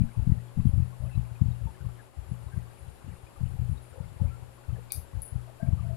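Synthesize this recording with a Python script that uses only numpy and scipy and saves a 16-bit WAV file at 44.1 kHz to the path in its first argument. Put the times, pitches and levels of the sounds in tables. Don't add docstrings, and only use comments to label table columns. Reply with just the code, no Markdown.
import sys
import numpy as np
from scipy import signal
from scipy.fft import rfft, irfft
from scipy.io import wavfile
from scipy.ndimage import uniform_filter1d

SR = 44100
rng = np.random.default_rng(int(sys.argv[2]) if len(sys.argv) > 2 else 0)


def output_pcm(signal):
    pcm = np.clip(np.atleast_2d(signal).T, -1, 1) * 32767
    wavfile.write(sys.argv[1], SR, np.round(pcm).astype(np.int16))


N = 262836
T = np.arange(N) / SR

# (start [s], length [s], level [dB])
HAND_DRAGS = [(0, 0.048, -11.5), (0.179, 0.044, -17), (0.274, 0.053, -12.5), (0.569, 0.054, -19),
              (.655, 0.093, -15), (.735, 0.097, -19), (1.007, 0.084, -26), (1.158, 0.063, -21),
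              (1.413, 0.11, -23.5), (1.616, 0.062, -27.5), (1.81, 0.078, -31), (2.176, 0.035, -31),
              (2.298, 0.045, -32.5), (2.42, 0.046, -35.5), (2.545, 0.056, -29), (2.813, 0.098, -39),
              (3.046, 0.096, -33.5), (3.41, 0.055, -19), (3.502, 0.072, -30), (3.598, 0.073, -28),
              (3.693, 0.038, -22.5), (4.003, 0.13, -35.5), (4.21, 0.071, -23), (4.69, 0.11, -28.5),
              (4.957, 0.041, -34), (5.138, 0.069, -31), (5.322, 0.059, -28), (5.632, 0.12, -23),
              (5.777, .16, -27)]


def undb(db):
    return 10 ** (np.asarray(db) / 20)


def unit(x):
    return x / np.sqrt(np.mean(x ** 2))


def colour(x, hz, db):
    bin_hz = np.maximum(np.fft.rfftfreq(N, 1 / SR), 1)
    curve_db = np.interp(np.log(bin_hz), np.log(hz), db)
    return irfft(rfft(x) * undb(curve_db), N)


def band(x, hz, width_hz):
    for _ in range(3):
        x = signal.lfilter(*signal.iirpeak(hz, hz / (2 * width_hz), fs=SR), x)
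    return x


def walk(per_s):
    step = int(SR / per_s)
    stairs = np.repeat(rng.standard_normal(N // step + 1), step)
    return unit(uniform_filter1d(stairs, step)[:N])


def leftish(x, right_db):
    return np.array([x, x * undb(right_db)])


def effort_db(rise_db_per_s=904, fall_db_per_s=343, rest_db=-40.0):
    t = T[::64]
    level = np.full(len(t), rest_db)
    for start, length, db in HAND_DRAGS:
        before = rise_db_per_s * np.maximum(start - t, 0)
        after = fall_db_per_s * np.maximum(t - start - length, 0)
        level = np.maximum(level, db - before - after)
    return np.interp(T, t, level)


def pushes(slip_gap_s=0.019, slip_hz=108, scatter=0.091, spread_db=1):
    # (time [s], level [dB], thump pitch
    # [Hz])
    listed_pushes = [(.009, -16, 167), (0.038, -20, 171), (.196, -15, 97), (0.226, -20, 90),
                     (0.276, -12, 138), (0.3, -12.5, 130), (.322, -9, 119), (0.381, -25.5, 108),
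                     (.577, -18, 156), (0.601, -15.5, 145), (.657, -10, 150), (.672, -10, 108),
                     (0.714, -33, 93), (0.739, -13.5, 90.6), (0.762, -18, 85.5), (0.781, -13.5, 108),
                     (.803, -13, 112), (1.04, -23, 97), (1.081, -28, 101), (1.178, -14, 112),
                     (1.222, -27, 93), (1.32, -29, 103), (1.42, -8, 122), (1.459, -15.5, 115),
                     (1.487, -17, 119), (1.511, -22.5, 96), (1.64, -24, 86), (1.658, -19.5, 108),
                     (1.826, -29, 117), (1.851, -26, 122), (1.867, -20.5, 99), (2.191, -27.5, 79.6),
                     (2.272, -39.5, 85), (2.32, -20, 125.5), (2.47, -29.5, 93), (2.578, -18.5, 118),
                     (2.829, -36.5, 86), (2.885, -31.5, 91), (3.08, -35, 210), (3.091, -30, 105),
                     (3.238, -36.5, 87), (3.379, -40, 85.5), (3.414, -21.5, 132), (3.438, -17, 109),
                     (3.462, -24, 114), (3.546, -28, 119), (3.597, -19, 102), (3.621, -19.5, 108),
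                     (3.653, -28, 85), (3.697, -19, 109), (3.717, -17.5, 108), (3.924, -38, 94),
                     (3.981, -33.5, 95), (4.009, -22.5, 121), (4.167, -33, 102), (4.22, -14, 125),
                     (4.255, -18, 80.5), (4.278, -29.5, 69.5), (4.429, -33, 102), (4.485, -43.5, 86),
                     (4.692, -22.5, 90.4), (4.732, -21, 111), (4.79, -39, 128), (4.982, -25.5, 88),
                     (5.153, -26, 88), (5.174, -23, 82), (5.329, -26, 98), (5.361, -19, 107),
                     (5.632, -17.5, 151.4), (5.688, -13, 120), (5.734, -12.5, 103), (5.81, -25, 112),
                     (5.87, -22, 108), (5.909, -26, 94)]
    rows, steps = list(listed_pushes), np.arange(10)
    listed_s = np.array(listed_pushes)[:, 0]
    for start, length, db in HAND_DRAGS:
        late, strength, pitch = rng.standard_normal((3, len(steps)))
        times = start + slip_gap_s * (steps + scatter * late)
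        slips = np.column_stack([times, db + spread_db * strength, slip_hz * np.exp(scatter * pitch)])
        clear_of_pushes = np.abs(times[:, None] - listed_s).min(axis=1) > slip_gap_s / 2
        rows += list(slips[clear_of_pushes & (times < start + length)])
    return rows


def thumps(thump_cycles=0.47, knock_hz=255, knock_cycles=0.49, phase_rad=0.52):
    force = np.zeros(N)
    for s, db, hz in pushes():
        near = slice(max(int((s - .04) * SR), 0), int((s + .04) * SR))
        knock_db = 1.53 * db - 14
        for pitch, size_db, cycles in (hz, db, thump_cycles), (knock_hz, knock_db, knock_cycles):
            turns = (T[near] - s) * pitch
            swell = np.exp(-.5 * (turns / cycles) ** 2)
            force[near] -= undb(size_db) * swell * np.cos(2 * np.pi * turns + phase_rad)
    return force


def rumble(level_db=-12):
    # (pitch [Hz], level [dB])
    rumble_curve = [(20, 18), (40, -25), (62, 8), (90, -1), (130, 4), (200, -4), (300, -24.5), (600, -69)]
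    noise = unit(colour(rng.standard_normal(N), *np.transpose(rumble_curve)))
    return undb(effort_db() + level_db) * noise


def table(force, damping_per_s=6.3, damping_at_db=-18, wander_share=0.015):
    # (pitch [Hz], level [dB], time to fade by 60 dB [s])
    top_notes = [(61.5, 0, 0.24), (82, -10, 0.25), (117.3, -29.5, 0.098), (120.54, -15.5, 0.72),
                 (171.6, -22, 0.43), (230.8, -9.5, 0.17), (295, -26.5, 0.13)]
    out = undb(-1) * colour(force, [35, 58], [-3, 0])
    extra_decay = damping_per_s * undb(effort_db() - damping_at_db) ** 2
    share_left = np.exp(-np.cumsum(extra_decay) / SR)
    ahead_s = np.cumsum(wander_share * walk(5)) / SR
    for hz, db, fade_s in top_notes:
        pole = np.exp((2j * np.pi * hz - np.log(1000) / fade_s) / SR)
        change = share_left * np.exp(2j * np.pi * hz * ahead_s)
        ringing = change * signal.lfilter([2 * hz / SR], [1, -pole], force / change)
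        out += undb(db) * ringing.real
    return leftish(out, right_db=-50)


def rustle(grain_db=2.0, follow_share=0.15):
    # (pitch [Hz], width [Hz], level [dB])
    cloth_bands = [(827, 110, -64), (2640, 570, -70.5), (4500, 790, -77)]
    out, swell_db = np.zeros(N), follow_share * effort_db()
    for hz, width, db in cloth_bands:
        grains = rng.standard_normal(N) * undb(grain_db * walk(60) + swell_db)
        out += undb(db) * unit(band(grains, hz, width))
    return leftish(out, right_db=-39)


def fibres(count=190, base_db=-58.5, lowest_hz=880, rise_s=0.005):
    out, age = np.zeros((2, N)), T[:SR // 16]
    shape = age / rise_s * np.exp(1 - age / rise_s)
    for when, pitch, softness, place in rng.random((count, 4)):
        octaves = 2.2 * pitch
        db = base_db - 1.5 * np.log(.02 + softness) - 6.5 * octaves
        noise = unit(band(rng.standard_normal(len(age)), lowest_hz * 2 ** octaves, width_hz=150))
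        start = int(when * (N - len(age)))
        out[:, start:start + len(age)] += leftish(undb(db) * shape * noise, right_db=-2 - 10 * place)
    return out


def room(common_share=0.037, waver_rad_per_hz=0.0054, waver_db=3.0):
    # (pitch [Hz], left level [dB per Hz], right level [dB per Hz])
    air_curve = [(30, -92, -97), (62, -80, -82), (160, -88, -92), (380, -84.5, -87), (800, -86.5, -95),
                 (1400, -91, -99), (2400, -98.5, -104), (4500, -104, -108), (6200, -108.5, -114),
                 (7300, -101, -112), (8100, -104, -117), (11300, -99, -122), (13000, -109, -121),
                 (15500, -124, -124)]
    # (pitch [Hz], left level [dB], right level [dB])
    hum_tones = [(119, -75, -63), (241, -77, -80), (369.4, -67.5, -72.5), (471, -78, -82),
                 (548.5, -65.5, -90), (600, -84, -83), (660, -77.5, -79), (718, -81, -81.5)]
    air_hz, *sides = np.transpose(air_curve)
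    out, common = np.zeros((2, N)), rng.standard_normal(N)
    for side, db in enumerate(sides):
        noise = np.sqrt(common_share) * common + np.sqrt(1 - common_share) * rng.standard_normal(N)
        out[side] = colour(noise, air_hz, db) * np.sqrt(SR / 2)
    for hz, *levels in hum_tones:
        for side, db in enumerate(levels):
            phase = 2 * np.pi * (hz * T + rng.random()) + waver_rad_per_hz * hz * walk(12)
            out[side] += np.sqrt(2) * np.sin(phase) * undb(db + waver_db * walk(9))
    return out


def sizzle(whine_hz=7340, whine_db=-77.5, flicker_db=9, flicker_per_s=17):
    # (time [s], level [dB])
    swell_curve = [(0, -73.5), (1.4, -76.5), (2.1, -77.5), (2.65, -67.5), (3.4, -72.5), (3.7, -68),
                   (4.05, -71.5), (4.35, -77), (5.9, -78)]
    # (pitch [Hz], width [Hz], relative level [dB])
    sizzle_bands = [(10260, 35, 4), (9720, 35, -6), (9570, 50, -0.5), (8970, 56, -4), (12700, 50, -9)]
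    out = undb(whine_db) * unit(band(rng.standard_normal(N), whine_hz, width_hz=26))
    swell = undb(np.interp(T, *np.transpose(swell_curve)))
    for hz, width, db in sizzle_bands:
        flicker = undb(flicker_db * np.minimum(walk(flicker_per_s), 1))
        out += undb(db) * swell * unit(band(rng.standard_normal(N), hz, width) * flicker)
    return leftish(out, right_db=-25)


def ticks(rise_s=0.0063, fade_s=0.063, width_share=0.17, roughness=0.73):
    # (time [s], level [dB], pitch [Hz])
    touches = [(0.014, -50.5, 2400), (.185, -47, 890), (.6, -56, 2590), (.925, -47, 1097),
               (1.15, -56, 3940), (1.265, -47, 993), (1.354, -50, 2440), (1.515, -56, 3800),
               (1.55, -58, 2800), (1.7, -57, 2690), (2.525, -45, 1590), (2.706, -51, 1600),
               (3.264, -50.5, 2450), (3.359, -47.5, 1210), (3.77, -55, 3810), (4.196, -39.5, 858),
               (4.755, -50, 1746), (5.185, -43.5, 880), (5.66, -53.5, 2290)]
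    out, age = np.zeros(N + SR), T[:SR // 4]
    shape = (1 - np.exp(-age / rise_s)) * np.exp(-np.log(1000) * age / fade_s)
    for s, db, hz in touches:
        grain = unit(band(rng.standard_normal(len(age)), hz, width_share * hz))
        tone = 2 * np.sin(2 * np.pi * hz * age)
        start = int(s * SR)
        out[start:start + len(age)] += undb(db) * shape * (tone + roughness * grain)
    return leftish(out[:N], right_db=-30)


def scuffs(width_share=0.21, skew=0.71, drift_share=0.016):
    # (time [s], level [dB], pitch [Hz], length [s], left minus right [dB], squeakiness [0-1])
    rubs = [(1, -53.5, 584, 0.096, 7, 0.2), (1.108, -58, 2640, 0.068, 21, 0.81),
            (1.665, -49, 887, 0.048, 23, 0.67), (1.985, -48.5, 1660, 0.031, 24, 0.68),
            (2.54, -69, 1590, 0.16, 29, 0.7), (3.926, -45, 518, 0.11, 39, 0.57),
            (4.193, -47.5, 542, 0.085, 31, 0.2), (4.277, -59.5, 2380, 0.043, 18, .7),
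            (4.301, -54, 1350, 0.08, 19, 0.96), (4.76, -45.5, 507, 0.056, 19, .1),
            (5.469, -48, 649, 0.048, 17, .4), (5.595, -41.5, 659, 0.062, 36, 0.7),
            (5.592, -54.5, 1594, 0.088, 15, 0.94), (5.623, -52, 673, 0.13, 13, 0.4),
            (5.775, -54.5, 1178, 0.04, 22, 0.56), (5.833, -49.5, 666, 0.065, 31, 1),
            (5.892, -43, 662, 0.072, 28, 0.82)]
    out, drift = np.zeros((2, N)), 1 + drift_share * walk(99)
    for s, db, hz, length, pan_db, squeak in rubs:
        squeak = min(squeak, .9)
        noise_share = 1 - squeak ** 2
        swell = np.sin(np.pi * np.clip((T - s) / length, 0, 1) ** skew)
        tone = np.sqrt(2) * np.sin(2 * np.pi * np.cumsum(hz * drift) / SR)
        noise = unit(band(rng.standard_normal(N), hz, width_share * hz * noise_share))
        rub = squeak * tone + np.sqrt(noise_share) * noise
        out += leftish(undb(db) * swell * rub, right_db=-pan_db)
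    return out


def strike(s, fade_s, echo_db, direct_db, hold=1.4):
    hit, start, age = np.full((2, N), 1e-18), int(s * SR), T[:SR // 2]
    for side in hit:
        echoes = rng.standard_normal(len(age)) * np.exp(-np.log(1000) * (age / fade_s) ** hold)
        side[start:start + len(age)] += undb(echo_db) * echoes / np.linalg.norm(echoes)
        side[start] += undb(direct_db)
    return hit


def ring(s, hz, fade_s):
    age = np.maximum(T - s, 0)
    return np.sin(2 * np.pi * hz * age) * np.exp(-np.minimum(np.log(1000) * age / fade_s, 20))


def scissors(steel_db=13, snap_db=6, lift_s=4.9045, lift_db=-27):
    # (time [s], level [dB], hardness [0-1], time to fade by 60 dB [s])
    clicks = [(4.9211, -5, 0.79, 0.22), (5.2194, -9, 0.07, 0.25), (5.2263, -21, 0, 0.23)]
    # (pitch [Hz], width [Hz], hard knock level [dB], light tick level [dB])
    steel_bands = [(3950, 350, -16, -40), (4720, 300, -6, -31), (5250, 300, -11, -33), (6230, 400, -7, -38),
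                   (9330, 860, 5.5, -45), (10000, 190, -16, 8.5), (10200, 270, -14, 0), (10870, 360, 5, -4),
                   (11700, 830, 7, -38), (12550, 400, -22, -10), (14200, 1600, -11, -30)]
    # (pitch [Hz], level [dB], time to fade by 60 dB [s])
    blade_notes = [(3680, -48.5, 0.25), (4750, -48, 0.22), (6099, -56, 0.28), (7970, -46.5, .2),
                   (9706, -47, .2), (10600, -43, .29), (11060, -37, 0.29), (11300, -47, .33),
                   (11860, -50, .32), (14290, -47, .12)]
    # (pitch [Hz], level [dB])
    snap_curve = [(3500, -23), (4800, -12), (8000, -11.5), (10500, 9), (12000, 4), (13000, -6),
                  (16000, -10)]
    # (pitch [Hz], width [Hz], level [dB])
    handle_bands = [(2380, 150, 14), (3720, 300, 5), (4560, 370, 3)]
    out = np.zeros((2, N))
    for s, db, hardness, fade_s in clicks:
        for hz, width, knock_db, tick_db in steel_bands:
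            hit = strike(s, fade_s, echo_db=-0.2, direct_db=-0.5)
            band_db = hardness * knock_db + (1 - hardness) * tick_db
            out += undb(db + steel_db + band_db) * band(hit, hz, width)
        for hz, ring_db, ring_s in blade_notes:
            out += undb(db + ring_db) * hardness * ring(s, hz, ring_s)
        contact = undb(db + snap_db) * hardness * (np.arange(N) == int(s * SR))
        out += colour(contact, *np.transpose(snap_curve))
    for hz, width, db in handle_bands:
        lift = strike(lift_s, fade_s=.13, echo_db=13, direct_db=8)
        out += undb(lift_db + db) * band(lift, hz, width)
    out[1] = colour(out[1], hz=[2400, 4650, 6500, 9000, 12000, 15000], db=[-10, -0.5, -13, -25, -32, -12])
    return out


def scene(dip_s=2.12, dip_width_s=0.05, dip_db=-3.5):
    dip = undb(dip_db * np.exp(-((T - dip_s) / dip_width_s) ** 2))
    wood = table(thumps() + rumble())
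    handling = rustle() + fibres() + ticks() + scuffs()
    return dip * (wood + handling + scissors() + room() + sizzle())


def record(dry, bottom_hz=12, top_hz=15750):
    bass_cut = signal.butter(1, bottom_hz, "high", fs=SR, output="sos")
    treble_cut = signal.ellip(10, .2, 80, top_hz, fs=SR, output="sos")
    return signal.sosfilt(treble_cut, signal.sosfilt(bass_cut, dry))


dry = scene()
out = record(dry)
output_pcm(out)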